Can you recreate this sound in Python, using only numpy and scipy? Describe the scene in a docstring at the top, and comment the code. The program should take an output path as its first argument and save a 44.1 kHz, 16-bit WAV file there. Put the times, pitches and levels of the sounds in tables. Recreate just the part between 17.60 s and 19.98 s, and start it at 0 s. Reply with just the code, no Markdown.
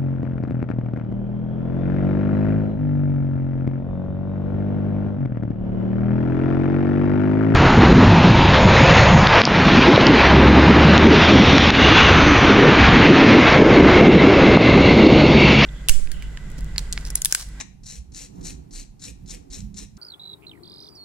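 """Wire brush on a casting, close up

A hand wire brush scrubs a small metal casting in a workshop, about four strokes a second, close to the microphone.
After a sharp clack come the strokes: wire tips touch lightly, then countless snapping wires scrape and ring.
Wires, clack and air are filtered noise; handling adds sine thumps and booms over a noise rumble.
A short room tail follows brush and clack, and two microphone ports hear each source differently."""
import sys
import numpy as np
from scipy import signal
from scipy.fft import rfft, irfft, next_fast_len
from scipy.io import wavfile

SR = 44100
rng = np.random.default_rng(int(sys.argv[2]) if len(sys.argv) > 2 else 0)


def store_pcm(level_fs):
    """Save levels as 16-bit WAV."""
    pcm = np.round(np.clip(level_fs, -1, 1) * 32767).astype(np.int16)
    wavfile.write(sys.argv[1], SR, np.atleast_2d(pcm).T)


N = 104825


def amp(db):
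    """Decibels to gain."""
    return 10 ** (np.asarray(db) / 20)


def unit(x):
    """Scales to an rms of one."""
    return x / np.sqrt(np.mean(x ** 2) + 1e-20)


def read(points, hz):
    """Reads a table by straight lines on a log-frequency axis."""
    f, value = np.transpose(points)
    return np.interp(np.log(hz + 1), np.log(f + 1), value)


def colour(x, points, size=4096):
    """Minimum-phase filter of unit energy, shaped by a table of relative levels."""
    log_gain = np.log(amp(read(points, abs(np.fft.fftfreq(size, 1 / SR)))))
    taps = np.fft.ifft(np.exp(np.conj(signal.hilbert(log_gain)))).real
    taps = taps / np.linalg.norm(taps)
    return signal.fftconvolve(x, taps[None], axes=1)[:, :N]


def wobble(hz):
    """Random wavering of unit rms, mostly slower than the given rate."""
    gain = 1 / (1 + (np.fft.rfftfreq(N, 1 / SR) / hz) ** 4)
    return unit(irfft(rfft(rng.standard_normal(N)) * gain, N))


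def burst(t, fade):
    """Instant attack and exponential fade."""
    return (t >= 0) * np.exp(-np.maximum(t, 0) / fade)


def ports(pair):
    """Blends two versions of a sound into the likeness, level and phase of two microphone ports."""
    # left minus right: f/Hz, level/dB
    balance = [(30, -3.5), (70, -6), (160, -7.5), (330, -10), (500, -6.5), (700, -1.5), (1200, 1),
               (2000, 4), (2500, 7), (3200, -2), (4200, 3), (5600, 5.5), (7200, 7.5), (9800, 4.5),
               (11000, 1), (12300, 40), (15000, -10)]
    # phase by which left leads right: f/Hz, lead/rad
    lead = [(30, -0.28), (220, -0.29), (330, 2.6), (500, 3), (750, 3), (1200, 3), (1700, 5), (2900, 7),
            (4800, 6.5), (5600, 7.5), (9000, 8), (10300, 5.5)]
    # likeness of right to left: f/Hz, likeness (0 to 1)
    likeness = [(30, .99), (70, .98), (160, .5), (230, .6), (380, .9), (650, .9), (1200, .5), (2200, .8),
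                (3000, .93), (5500, .95), (7000, .88), (9000, .7), (11000, .15), (15000, .1)]
    size = next_fast_len(N + 8192)
    hz = np.fft.rfftfreq(size, 1 / SR)
    a, b = rfft(pair, size)
    like = np.clip(read(likeness, hz), 0, 1)
    tilt = amp(read(balance, hz) / 2)
    right = (like * a + np.sqrt(1 - like ** 2) * b) * np.exp(-1j * read(lead, hz))
    mean_gain = np.sqrt((tilt ** 2 + tilt ** -2) / 2)
    return irfft(np.array([a * tilt, right / tilt]) / mean_gain, size)[:, :N]


def snaps():
    """Dense clicks of wire tips slipping free, bunched by fast chatter and by whole tufts catching."""
    snaps_per_s, spread_db = 7000, 3.5
    size_db = spread_db * np.minimum(rng.exponential(1, (2, N)), 4)
    size = amp(size_db) * rng.choice([-1, 1], (2, N))
    happens = rng.random((2, N)) < snaps_per_s / SR
    chatter_db = -1.97 * wobble(216)
    tuft_db = 1.1 * wobble(45)
    return unit(size * happens * amp(chatter_db + tuft_db))


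def ring(x, count=36):
    """A random handful of wires, as decaying sines, rings on briefly after each snap."""
    t60_s, ring_gain = 0.043, 0.21
    t = np.arange(SR // 10) / SR
    hz = rng.uniform(3591, 12500, (count, 1))
    phase = rng.uniform(0, 2 * np.pi, (count, 1))
    tone = np.sin(2 * np.pi * hz * t + phase).sum(0) * np.exp(-np.log(1000) * t / t60_s)
    rung = signal.fftconvolve(x, tone[None] / np.linalg.norm(tone), axes=1)[:, :N]
    return (x + ring_gain * rung) / np.hypot(1, ring_gain)


def pressure(t, length, rise):
    """The brush bends onto the casting, stays, and slides off."""
    release_s = 0.019
    bend = np.sin(np.pi / 2 * np.clip(t / rise, 0, 1)) ** 2
    return bend * np.exp(-np.maximum(t - length, 0) / release_s)


def taps_of(events, rise_s, fade_s):
    """Sums short contacts, each a linear rise under an exponential fade."""
    t, force = np.arange(N) / SR, np.zeros(N)
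    for start, db in events:
        age = t - start
        force += amp(db) * burst(age, fade_s) * np.clip(age / rise_s, 0, 1)
    return force


def brush():
    """Tips touch, the wires hiss and ring, tufts snag, and a rasp builds as the brush presses in."""
    # scrapes, one a faint graze on the way back: t/s, length/s, level/dB, rise/s,
    # level change over the stroke/dB, rasp level/dB, wire pitch ratio
    strokes = [(0.226, 0.15, -41.5, 0.074, -7.5, -50.5, 1.018),
               (0.518, 0.13, -39.5, 0.066, -5.5, -48, 1.022), (0.708, 0.14, -70, 0.03, 5, -87, 0.99),
               (0.82, 0.089, -38, 0.04, -4, -45, 1.023), (1.113, 0.099, -41.5, 0.031, -1.5, -49, 1.046),
               (1.386, 0.11, -38, 0.069, -13, -45.5, .99), (1.664, 0.082, -36.5, 0.047, -15, -43.5, 0.96),
               (1.912, 0.083, -39.5, 0.027, -6, -50, 0.986), (2.148, 0.084, -39, 0.04, -7, -48.5, 0.98)]
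    # wire tips touch the casting: t/s, level/dB
    touches = [(0.2329, -42.5), (0.518, -44), (0.8086, -41), (1.108, -42), (1.394, -48), (1.658, -45),
               (1.901, -42.5), (1.911, -40.5), (2.141, -43), (2.367, -42.5)]
    # tufts snag on a ridge and spring free: t/s, level/dB
    snags = [(0.546, -32), (0.563, -30), (0.596, -31), (0.852, -38), (.904, -33), (1.228, -39.5),
             (1.437, -48), (1.492, -35.5), (1.696, -32), (1.704, -32), (1.746, -34), (2.004, -35),
             (2.17, -30.5)]
    # colour of the scraping wires before the pitch ratio: f/Hz, relative level/dB
    wire_colour = [(300, -15.5), (1500, -12), (3250, -15.5), (3550, -9.5), (3900, 0.5), (4400, -2),
                   (4950, -10.5), (5550, 4), (6300, 1.5), (7100, 3), (8300, -4), (10000, -13), (11200, -20),
                   (12300, -20.5), (13200, -25), (15000, -30)]
    # colour of the rasp: f/Hz, relative level/dB
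    rasp_colour = [(100, 4), (300, -0.5), (400, 3), (490, 13.5), (570, -1.5), (780, 0), (1100, -11.5),
                   (1450, -12), (1800, -0.5), (2150, 0), (2520, 5), (2850, 0.5), (3050, -3), (3350, -1),
                   (4000, -13), (5000, -5), (8000, 3.5), (11000, -8), (15000, -17)]
    # colour of the tips and snags: f/Hz, relative level/dB
    tip_colour = [(300, -35), (2000, -18), (3300, -20.5), (3900, -9.5), (4400, -4.5), (4900, -11.5),
                  (5600, -3), (7200, -6), (8600, -15.5), (15000, -52)]
    rasp_lag_s = 0.022
    t, grit = np.arange(N) / SR, snaps()
    wires, press = np.zeros((2, N)), np.zeros(N)
    for start, length, db, rise, change_db, rasp_db, tune in strokes:
        age = t - start
        progress = np.clip((age - rise) / (length - rise), 0, 1)
        scrape = grit * pressure(age, length, rise) * amp(db + change_db * progress)
        wires += colour(ring(scrape), np.array(wire_colour) * [tune, 1])
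        press += amp(rasp_db) * pressure(age - rasp_lag_s, length - rasp_lag_s, rise)
    touch = taps_of(touches, rise_s=0.0049, fade_s=0.0065)
    snag = taps_of(snags, rise_s=0.0017, fade_s=0.0027)
    rasp = colour(snaps() * press, rasp_colour)
    tips = colour(ring(snaps() * (touch + snag)), tip_colour)
    return ports(wires + rasp + tips)


def clack():
    """Noise bursts for a hard knock with a graze before and a bounce after, damped by the hand."""
    # brush against casting: t/s, level/dB, fade/s
    hits = [(.001, -27.5, 0.0083), (0.0099, -22.5, 0.0018), (0.0146, -38, 0.009)]
    # colour of the knock: f/Hz, relative level/dB
    knock_colour = [(100, -1.5), (450, -13), (700, -4), (850, 2), (1150, -6), (1400, -15.5), (1700, -3),
                    (2500, -4), (3100, -14.5), (3750, -4), (4800, -11), (5900, -3), (7400, -3),
                    (8500, -13.5), (10500, -23), (11500, -39), (15000, -39)]
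    t = np.arange(N) / SR
    force = sum(amp(db) * burst(t - start, fade) for start, db, fade in hits)
    return ports(colour(rng.standard_normal((2, N)) * force, knock_colour))


def handling():
    """Soft sine thumps and hollow fading booms in an uneven low rumble of three noise bands."""
    # deep rumble before trim: t/s, level/dB
    deep = [(0, -48), (.3, -53), (.5, -43.5), (.69, -57), (.8, -41.5), (.97, -41), (1.08, -55), (1.4, -54),
            (1.55, -44), (1.85, -49.5), (2.0, -40.5), (2.12, -45), (2.38, -48)]
    # rumble above it before trim: t/s, middle level/dB, upper level/dB
    rumble = [(0.0, -50.5, -55.5), (0.21, -54, -68), (0.24, -47.5, -63), (0.48, -54, -68),
              (0.52, -51, -53.5), (0.67, -54, -58.5), (0.79, -41, -43.5), (0.99, -47, -50),
              (1.02, -52, -54.5), (1.21, -52.5, -51), (1.3, -53, -68), (1.5, -49, -53.5),
              (1.53, -47.5, -64), (1.57, -54, -56), (1.63, -42, -58), (1.71, -50, -50.5), (1.9, -60, -54.5),
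              (1.95, -53.5, -49.5), (2.0, -39, -54), (2.04, -36.5, -59), (2.13, -49.5, -58.5),
              (2.22, -56, -48), (2.29, -51.5, -73), (2.38, -47.5, -65)]
    # colours of the deep, middle and upper rumble, each: f/Hz, relative level/dB
    rumble_colours = [
        [(8, -50.5), (26, 5.5), (42, -5.5), (62, 2), (95, -9), (160, -23.5), (600, -72.5)],
        [(50, -25), (110, -0.5), (165, -1), (185, -0.5), (207, -0.5), (240, -13), (330, -43), (900, -52)],
        [(150, -26.5), (270, 4), (320, -1), (375, -2.5), (500, -14.5), (580, -19.5), (800, -13.5), (1100, -26),
         (4000, -48)],
    ]
    # trim of the deep, middle and upper rumble: level/dB
    trims = [0, 1, 1.5]
    # handling thumps: t/s, length/s, f/Hz, level/dB
    thumps = [(0.184, 0.092, 33, -42.5), (0.348, 0.1, 58, -33.5), (0.514, 0.2, 42.07, -46),
              (0.8, 0.15, 32.96, -42), (1.081, 0.2, 30.07, -36.5), (1.26, .09, 35, -42.5),
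              (1.46, 0.12, 59.9, -41.5), (1.648, 0.17, 38, -38.5), (1.885, 0.052, 46, -34.5),
              (1.98, 0.13, 52, -33), (2.209, 0.062, 35.3, -40.5)]
    # hollow booms ringing in the rumble: t/s, f/Hz, level/dB, fade/s
    booms = [(0.759, 165, -47.5, 0.24), (1.621, 164, -49.5, 0.3), (2.0, 205, -37.5, 0.15),
             (2.1, 178, -38.5, 0.066)]
    boom_rise_s = 0.043
    t, out = np.arange(N) / SR, np.zeros((2, N))
    times, middle, upper = np.transpose(rumble)
    levels = np.interp(t, *np.transpose(deep)), np.interp(t, times, middle), np.interp(t, times, upper)
    for level, shape, trim_db in zip(levels, rumble_colours, trims):
        out += unit(colour(rng.standard_normal((2, N)), shape)) * amp(level + trim_db)
    for start, length, hz, db in thumps:
        swell = np.sin(np.pi * np.clip((t - start) / length, 0, 1)) ** 2
        tone = np.sin(2 * np.pi * (hz * t + rng.random()))
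        out[0] += amp(db) * np.sqrt(2) * swell * tone
    for start, hz, db, fade in booms:
        age = t - start
        swell = np.clip(age / boom_rise_s, 0, 1) * burst(age, fade)
        out += amp(db) * swell * np.sin(2 * np.pi * (hz * t + rng.random()))
    return ports(out)


def room(x, count=3):
    """A diffuse noise tail, longest in the upper middle; its fine pattern shifts as random tails take turns."""
    # decay by 60 dB: f/Hz, t60/s
    decay = [(100, 0.1), (1000, 0.24), (2500, 0.45), (6000, 0.32), (10000, 0.25), (15000, 0.18)]
    level_db, build_s, half_turns_per_s = -12.5, 0.0075, 1.443
    out, turn = np.zeros((2, N)), np.arange(N) / SR * half_turns_per_s
    for k in range(count):
        hz, t, z = signal.stft(rng.standard_normal((2, SR // 2)), SR, nperseg=256)
        fade = np.exp(-np.log(1000) * t / read(decay, hz)[:, None])
        build = np.minimum(t / build_s, 1)
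        tail = signal.istft(z * fade * build, SR, nperseg=256)[1]
        # taking turns keeps one tail's fixed pattern from standing out
        share = np.cos(np.pi * (turn + k / count)) * np.sqrt(2 / count)
        out += signal.fftconvolve(x * share, tail / np.linalg.norm(tail[0]), axes=1)[:, :N]
    return amp(level_db) * out


def workshop_air():
    """Steady noise, strongest in the bass, for the quiet air of the workshop."""
    # colour of the air: f/Hz, relative level/dB
    air_colour = [(30, 0), (200, -6), (400, -18), (560, -24), (780, -18), (1100, -29), (1600, -32),
                  (2500, -33), (3500, -37), (5500, -34), (10000, -38), (15000, -47)]
    return amp(-57) * colour(rng.standard_normal((2, N)), air_colour)


def scene():
    """Brush and clack with their room tail, then handling, over the workshop air."""
    scrub, knock = brush(), clack()
    tail = room(scrub + amp(-1) * knock)
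    return scrub + knock + tail + handling() + workshop_air()


def record(dry):
    """The band limit of the recorder, a steep linear-phase low-pass."""
    edge_hz = 15350
    low_pass = signal.firwin(511, edge_hz, window=("kaiser", 9), fs=SR)
    return signal.oaconvolve(dry, low_pass[None], "same")


dry = scene()
out = record(dry)
store_pcm(out)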